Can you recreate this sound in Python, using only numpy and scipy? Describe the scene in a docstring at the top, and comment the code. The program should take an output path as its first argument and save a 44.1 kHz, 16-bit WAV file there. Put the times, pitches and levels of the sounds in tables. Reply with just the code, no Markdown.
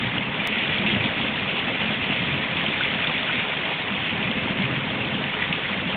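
"""A hiss of torrential rain on a paved yard, from an open doorway, on one narrow-band microphone.
Far off, countless drops merge into a wash; nearer ones spatter on the paving, and fat drips
smack into puddles and leave ringing bubbles. Underneath, a low, thumping rumble, probably the
downpour drumming on the roof, swells twice with the gusts. One faint, dry tick sounds early on."""
import sys
import numpy as np
from scipy import signal
from scipy.fft import rfft, irfft, next_fast_len
from scipy.io import wavfile
from scipy.ndimage import uniform_filter1d

SR = 44100
rng = np.random.default_rng(int(sys.argv[2]) if len(sys.argv) > 2 else 0)


def wav_out(sig):
    """Save sig, one row per channel (or a flat mono array), as 16-bit PCM at SR to the path in sys.argv[1]."""
    wavfile.write(sys.argv[1], SR, np.round(np.clip(np.atleast_2d(sig).T, -1, 1) * 32767).astype(np.int16))


N = 262836

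# How hard the rain falls on the yard: t/s, level/dB
RAINFALL = [(0.0, -29), (0.25, -30.5), (0.6, -26.5), (1.0, -27), (1.35, -28), (3.05, -26.5), (4.1, -29),
            (4.95, -30), (5.3, -29), (5.96, -29)]
# How hard gusts drive it onto the roof: t/s, level/dB
GUST_LEVEL = [(0.0, -33.5), (0.65, -36), (0.95, -28.5), (1.4, -36), (2.3, -33.5), (3.0, -36.5),
              (3.7, -41.5), (4.3, -31.5), (4.7, -31.5), (5.6, -37), (5.96, -34)]
# Spectra of the far wash, the near splashes and the thuds overhead: f/Hz, level/dB
WASH_SPECTRUM = [(20, -25), (60, -9), (100, -3), (200, -2), (400, -0.5), (550, -1.5), (750, -0.9),
                 (1000, -1.5), (1300, -3.5), (1800, -2.5), (3000, -7.5), (4500, -14.5), (6000, -58.5)]
SPLASH_SPECTRUM = [(300, -30), (1200, -15), (1650, -9), (2000, -0.5), (2650, 1.5), (3100, -2), (3500, -1.5),
                   (4700, -5.5), (6000, -58)]
THUD_SPECTRUM = [(20, -24.5), (45, -23), (70, -11), (100, -6), (140, 0), (210, 1), (270, -5), (340, -11.5),
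                 (600, -30), (1500, -53.5)]
# Roof resonances: f/Hz, bandwidth/Hz, level/dB
ROOF_MODES = [(99, 14, -9), (134.4, 18, -1.5), (197, 14, -5), (211, 14, -4), (247, 34, -8)]
# Heavy blows within the rumble: t/s, level/dB, f/Hz, t60/s
HEAVY_BLOWS = [(0.049, -24, 120, 0.3), (0.176, -19.5, 140.4, 0.11), (.495, -20.5, 205, 0.12),
               (0.559, -19, 227, 0.1), (0.801, -15.5, 193, 0.14), (.815, -23, 357, 0.14),
               (0.837, -20, 205, 0.13), (0.873, -22, 338, 0.14), (0.929, -17, 198, 0.11),
               (.965, -25, 99, 0.21), (1.001, -22, 117, .2), (1.086, -27, 95, 0.11),
               (1.662, -17.5, 240, 0.11), (1.853, -21, 215, 0.11), (2.196, -23.5, 129.5, .15),
               (2.311, -19, 140.4, 0.18), (2.4, -24.5, 244, 0.12), (2.57, -23.5, 164, .12),
               (3.074, -21, 164, 0.13), (3.34, -22, 241, .1), (3.42, -23.5, 200, 0.087),
               (3.905, -23.5, 198, 0.28), (4.264, -20, 208.5, 0.14), (4.532, -24, 109, 0.089),
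               (4.594, -16, 195.5, .17), (4.636, -20.5, 129, 0.18), (4.765, -21.5, 137, .3),
               (5.05, -26.5, 207, 0.088), (5.123, -18.5, 211, 0.14), (5.497, -21, 181, .11),
               (5.87, -21.5, 185, 0.16)]
# Fat drips: t/s, level/dB, f/Hz, t60/s, bubble level/dB (low for a splat, high for a plink)
PUDDLE_DRIPS = [(0.181, -8.5, 2750, 0.024, -7), (.398, -13.5, 2390, 0.045, -5),
                (0.587, -14, 2670, 0.045, -12.5), (.782, -10, 3400, .04, -15),
                (.862, -9, 2715, 0.079, -7.5), (0.947, -11, 2770, 0.033, -3),
                (0.96, -4.5, 2060, 0.0085, -6), (1.04, -14, 3280, 0.035, -11),
                (1.06, -12, 3240, 0.048, -14), (1.165, -17.5, 1700, 0.042, -8),
                (1.279, -14, 3530, 0.028, -10), (2.569, -13, 3427, 0.035, -5.5),
                (2.662, -15.5, 3060, 0.0338, -12), (2.68, -11, 3890, 0.013, -10),
                (2.808, -12, 1530, 0.019, 0.5), (2.856, -19, 2140, .03, -5), (2.923, -14, 3200, .02, -7),
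                (3.072, 0.5, 3580, 0.0091, -1), (3.294, -15, 1475, 0.026, 0.5),
                (3.307, -13, 2610, 0.037, -8.5), (3.33, -15, 3470, 0.023, -8),
                (3.631, -16, 2130, 0.039, -9), (3.716, -20.5, 797, .06, -8),
                (4.274, -16.5, 2450, 0.054, -8), (4.312, -12.5, 3250, 0.028, -8),
                (4.653, -16.5, 2516, 0.052, -5), (5.421, -14, 1955, 0.081, -9),
                (5.525, -6, 2870, 0.037, -14.5), (5.69, -23, 1390, .05, -5.5)]
# The lone tick: t/s, level/dB
DRY_TICK = [(0.4736, -11.5)]
# Microphone response, falling steeply above 3.4 kHz: f/Hz, level/dB
MIC_RESPONSE = [(20, 1.5), (3400, 0.5), (3600, -3.5), (3800, -10.5), (4000, -16.5), (4300, -22),
                (4550, -37.5), (4780, -62.5), (5100, -88.5)]


def gain_of(db):
    """Decibels to gain."""
    return 10 ** (np.asarray(db) / 20)


def unit_rms(x):
    """Scales to rms 1."""
    return x / np.sqrt(np.mean(x ** 2) + 1e-20)


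def level_curve(rows):
    """A level table's dB value at every sample."""
    return np.interp(np.arange(N) / SR, *np.transpose(rows))


def colour(x, spectrum):
    """Filters by a spectrum whose points are joined on a log-frequency axis."""
    size = next_fast_len(N + 8192)
    hz, db = np.transpose(spectrum)
    bin_hz = np.fft.rfftfreq(size, 1 / SR)
    bin_db = np.interp(np.log(bin_hz + 1), np.log(hz + 1), db)
    return irfft(rfft(x, size) * gain_of(bin_db), size)[:N]


def add(mix, start_s, sound):
    """Mixes a sound in at a time."""
    part = mix[round(start_s * SR):][:len(sound)]
    part += sound[:len(part)]


def band_noise(low_hz, high_hz, samples):
    """Band-passed noise of rms 1."""
    band = signal.butter(2, [low_hz, high_hz], "bandpass", fs=SR)
    return unit_rms(signal.lfilter(*band, rng.standard_normal(samples)))


def impacts(per_s, spread_db):
    """Randomly timed blows: many small, a few large."""
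    size = gain_of(spread_db * np.minimum(rng.exponential(1, N), 4))
    return size * rng.choice([-1, 1], N) * (rng.random(N) < per_s / SR)


def surges(low_hz, high_hz):
    """Rain arrives in uneven sheets: a random waver of rms 1."""
    t = np.arange(0, N / SR + .01, .005)
    rates = np.geomspace(low_hz, high_hz, num=24)
    waver = sum(np.sin(2 * np.pi * (hz * t + rng.random())) / np.sqrt(hz) for hz in rates)
    return np.interp(np.arange(N) / SR, t, unit_rms(waver))


def patchy_noise(patchy_db, flicker_db):
    """Noise with brief bright patches and a flicker shared by all pitches."""
    shape = (N // 128 + 5, 257)  # time frames, frequency bins
    spectra = rng.standard_normal(shape) + 1j * rng.standard_normal(shape)
    drift = uniform_filter1d(rng.standard_normal(shape), size=14, axis=0)
    patches = unit_rms(uniform_filter1d(drift, size=8, axis=1))
    flicker = unit_rms(uniform_filter1d(rng.standard_normal(shape[0]), size=12))
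    spectra *= gain_of(patchy_db * patches + flicker_db * flicker[:, None])
    return signal.istft(spectra.T, nperseg=512, noverlap=384)[1][:N]


def yard_echoes(x, t60, wet_db):
    """Walls and fence throw a short scatter of echoes back to the doorway."""
    t = np.arange(SR // 3) / SR
    taps = rng.standard_normal(len(t)) * (rng.random(len(t)) < 2000 / SR)
    taps *= (t > .003) * gain_of(-60 * t / t60)
    return x + gain_of(wet_db) * signal.oaconvolve(x, taps / np.linalg.norm(taps))[:N]


def spatter(low_hz, high_hz, per_s, spread_db, cycles, wet_db=-7.5):
    """Drops land around the yard, each a ping of a few cycles at a pitch of its own."""
    sizes = impacts(per_s, spread_db)
    onsets = np.flatnonzero(sizes)[:, None]
    pitches = low_hz * (high_hz / low_hz) ** rng.random(N)[onsets]
    lag = np.arange(round(6 * cycles / low_hz * SR))
    turns = pitches * lag / SR
    envelopes = turns * np.exp(-turns / cycles)
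    pings = sizes[onsets] * pitches * envelopes * np.sin(2 * np.pi * turns)
    drops = np.bincount((onsets + lag).ravel(), pings.ravel(), N)[:N]
    return unit_rms(yard_echoes(drops, t60=0.078, wet_db=wet_db))


def far_wash(base_db=-32, swell_share=0.25):
    """Far off, drops merge into the dull roar of the whole yard, with soft pats on leaves and wood."""
    pats = colour(spatter(395, 2043, per_s=800, spread_db=3.5, cycles=1.09), WASH_SPECTRUM)
    roar = colour(patchy_noise(patchy_db=1.5, flicker_db=1.1), WASH_SPECTRUM)
    wash = unit_rms(roar) + gain_of(-2) * unit_rms(pats)
    rain_db = level_curve(RAINFALL)
    swell_db = swell_share * (rain_db - rain_db.mean()) + 0.27 * surges(low_hz=3, high_hz=13)
    return gain_of(base_db + swell_db) * unit_rms(wash)


def near_splashes(trim_db=0.72, surge_db=0.62):
    """Near the door, drops burst on wet paving: bright hiss, brief bubbles and crisp, close ticks."""
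    drops = spatter(1360, 4530, per_s=1600, spread_db=3.5, cycles=1.12)
    bubbles = spatter(1700, 4200, per_s=170, spread_db=2.0, cycles=4.4)
    close_ticks = spatter(3200, 4800, per_s=40, spread_db=2.5, cycles=1.3, wet_db=-12)
    hiss = colour(patchy_noise(patchy_db=2.33, flicker_db=1.0), SPLASH_SPECTRUM)
    grains = colour(drops + gain_of(-3) * bubbles + gain_of(-8) * close_ticks, SPLASH_SPECTRUM)
    splash_db = trim_db + level_curve(RAINFALL) + surge_db * surges(low_hz=6, high_hz=14)
    return gain_of(splash_db) * unit_rms(unit_rms(hiss) + gain_of(-0.4) * unit_rms(grains))


def roof_rumble(boom_db=-3.5, surge_db=1.5, thuds_db=-36, gust_share=0.82):
    """Overhead, sheets of water thud on the roof and ring its low resonances, harder in a gust."""
    t = np.arange(SR // 3) / SR
    ring = sum(gain_of(db) * width * np.exp(-np.pi * width * t) * np.sin(2 * np.pi * hz * t)
               for hz, width, db in ROOF_MODES)
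    blows = impacts(per_s=400, spread_db=4.5)
    boom = unit_rms(signal.oaconvolve(blows, np.gradient(ring))[:N])
    thuds = unit_rms(colour(impacts(per_s=400, spread_db=2), THUD_SPECTRUM))
    gust_db = level_curve(GUST_LEVEL) + surge_db * surges(low_hz=6, high_hz=18)
    thud_swell_db = gust_share * (gust_db - gust_db.mean())
    return gain_of(thuds_db + thud_swell_db) * thuds + gain_of(gust_db + boom_db) * boom


def thumps(rise_s=.007, roughness=0.25):
    """Heavier blows in the rumble: each a low, uneven boom that swells quickly and dies."""
    out, t = np.zeros(N), np.arange(SR // 3) / SR
    for start_s, db, hz, t60 in HEAVY_BLOWS:
        shudder = band_noise(hz * .7, hz * 1.56, len(t))
        tone = np.sin(2 * np.pi * (hz * t + rng.random()))
        envelope = (1 - np.exp(-t / rise_s)) * gain_of(-60 * t / t60)
        add(out, start_s, gain_of(db) * envelope * (tone + roughness * shudder))
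    return out


def drips(glide=0.04, smack_db=-7.5, rise_s=0.00093):
    """Out in the puddles, each fat drip smacks the water and leaves a bubble that rises in pitch."""
    out, t = np.zeros(N), np.arange(SR // 8) / SR
    for start_s, db, hz, t60, bubble_db in PUDDLE_DRIPS:
        bubble_hz = hz * (1 + glide * np.minimum(t / t60, 1))
        bubble = gain_of(bubble_db) * np.sin(2 * np.pi * np.cumsum(bubble_hz) / SR)
        smack = gain_of(smack_db) * band_noise(hz * 0.8, hz * 1.22, len(t))
        envelope = (1 - np.exp(-t / rise_s)) * gain_of(-60 * t / t60)
        add(out, start_s, gain_of(db) * envelope * (bubble + smack))
    return yard_echoes(out, t60=0.2, wet_db=-8)


def tick(decay_s=0.00018):
    """A tiny, full-range tick in the signal, with none of the yard's echo."""
    out, t = np.zeros(N), np.arange(SR // 100) / SR
    for start_s, db in DRY_TICK:
        add(out, start_s, gain_of(db) * np.exp(-t / decay_s))
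    return out


def scene():
    """All the rain as it reaches the doorway, in mono."""
    return (far_wash() + near_splashes() + roof_rumble() + thumps() + drips())[None]


def record(dry):
    """The microphone loses the treble; the tick joins after it, and a low-pass limits both."""
    heard = colour(dry[0], MIC_RESPONSE) + tick()
    low_pass = signal.firwin(511, cutoff=15800, window=("kaiser", 9), fs=SR)
    return signal.oaconvolve(heard, low_pass, "same")[None]


dry = scene()
out = record(dry)
wav_out(out)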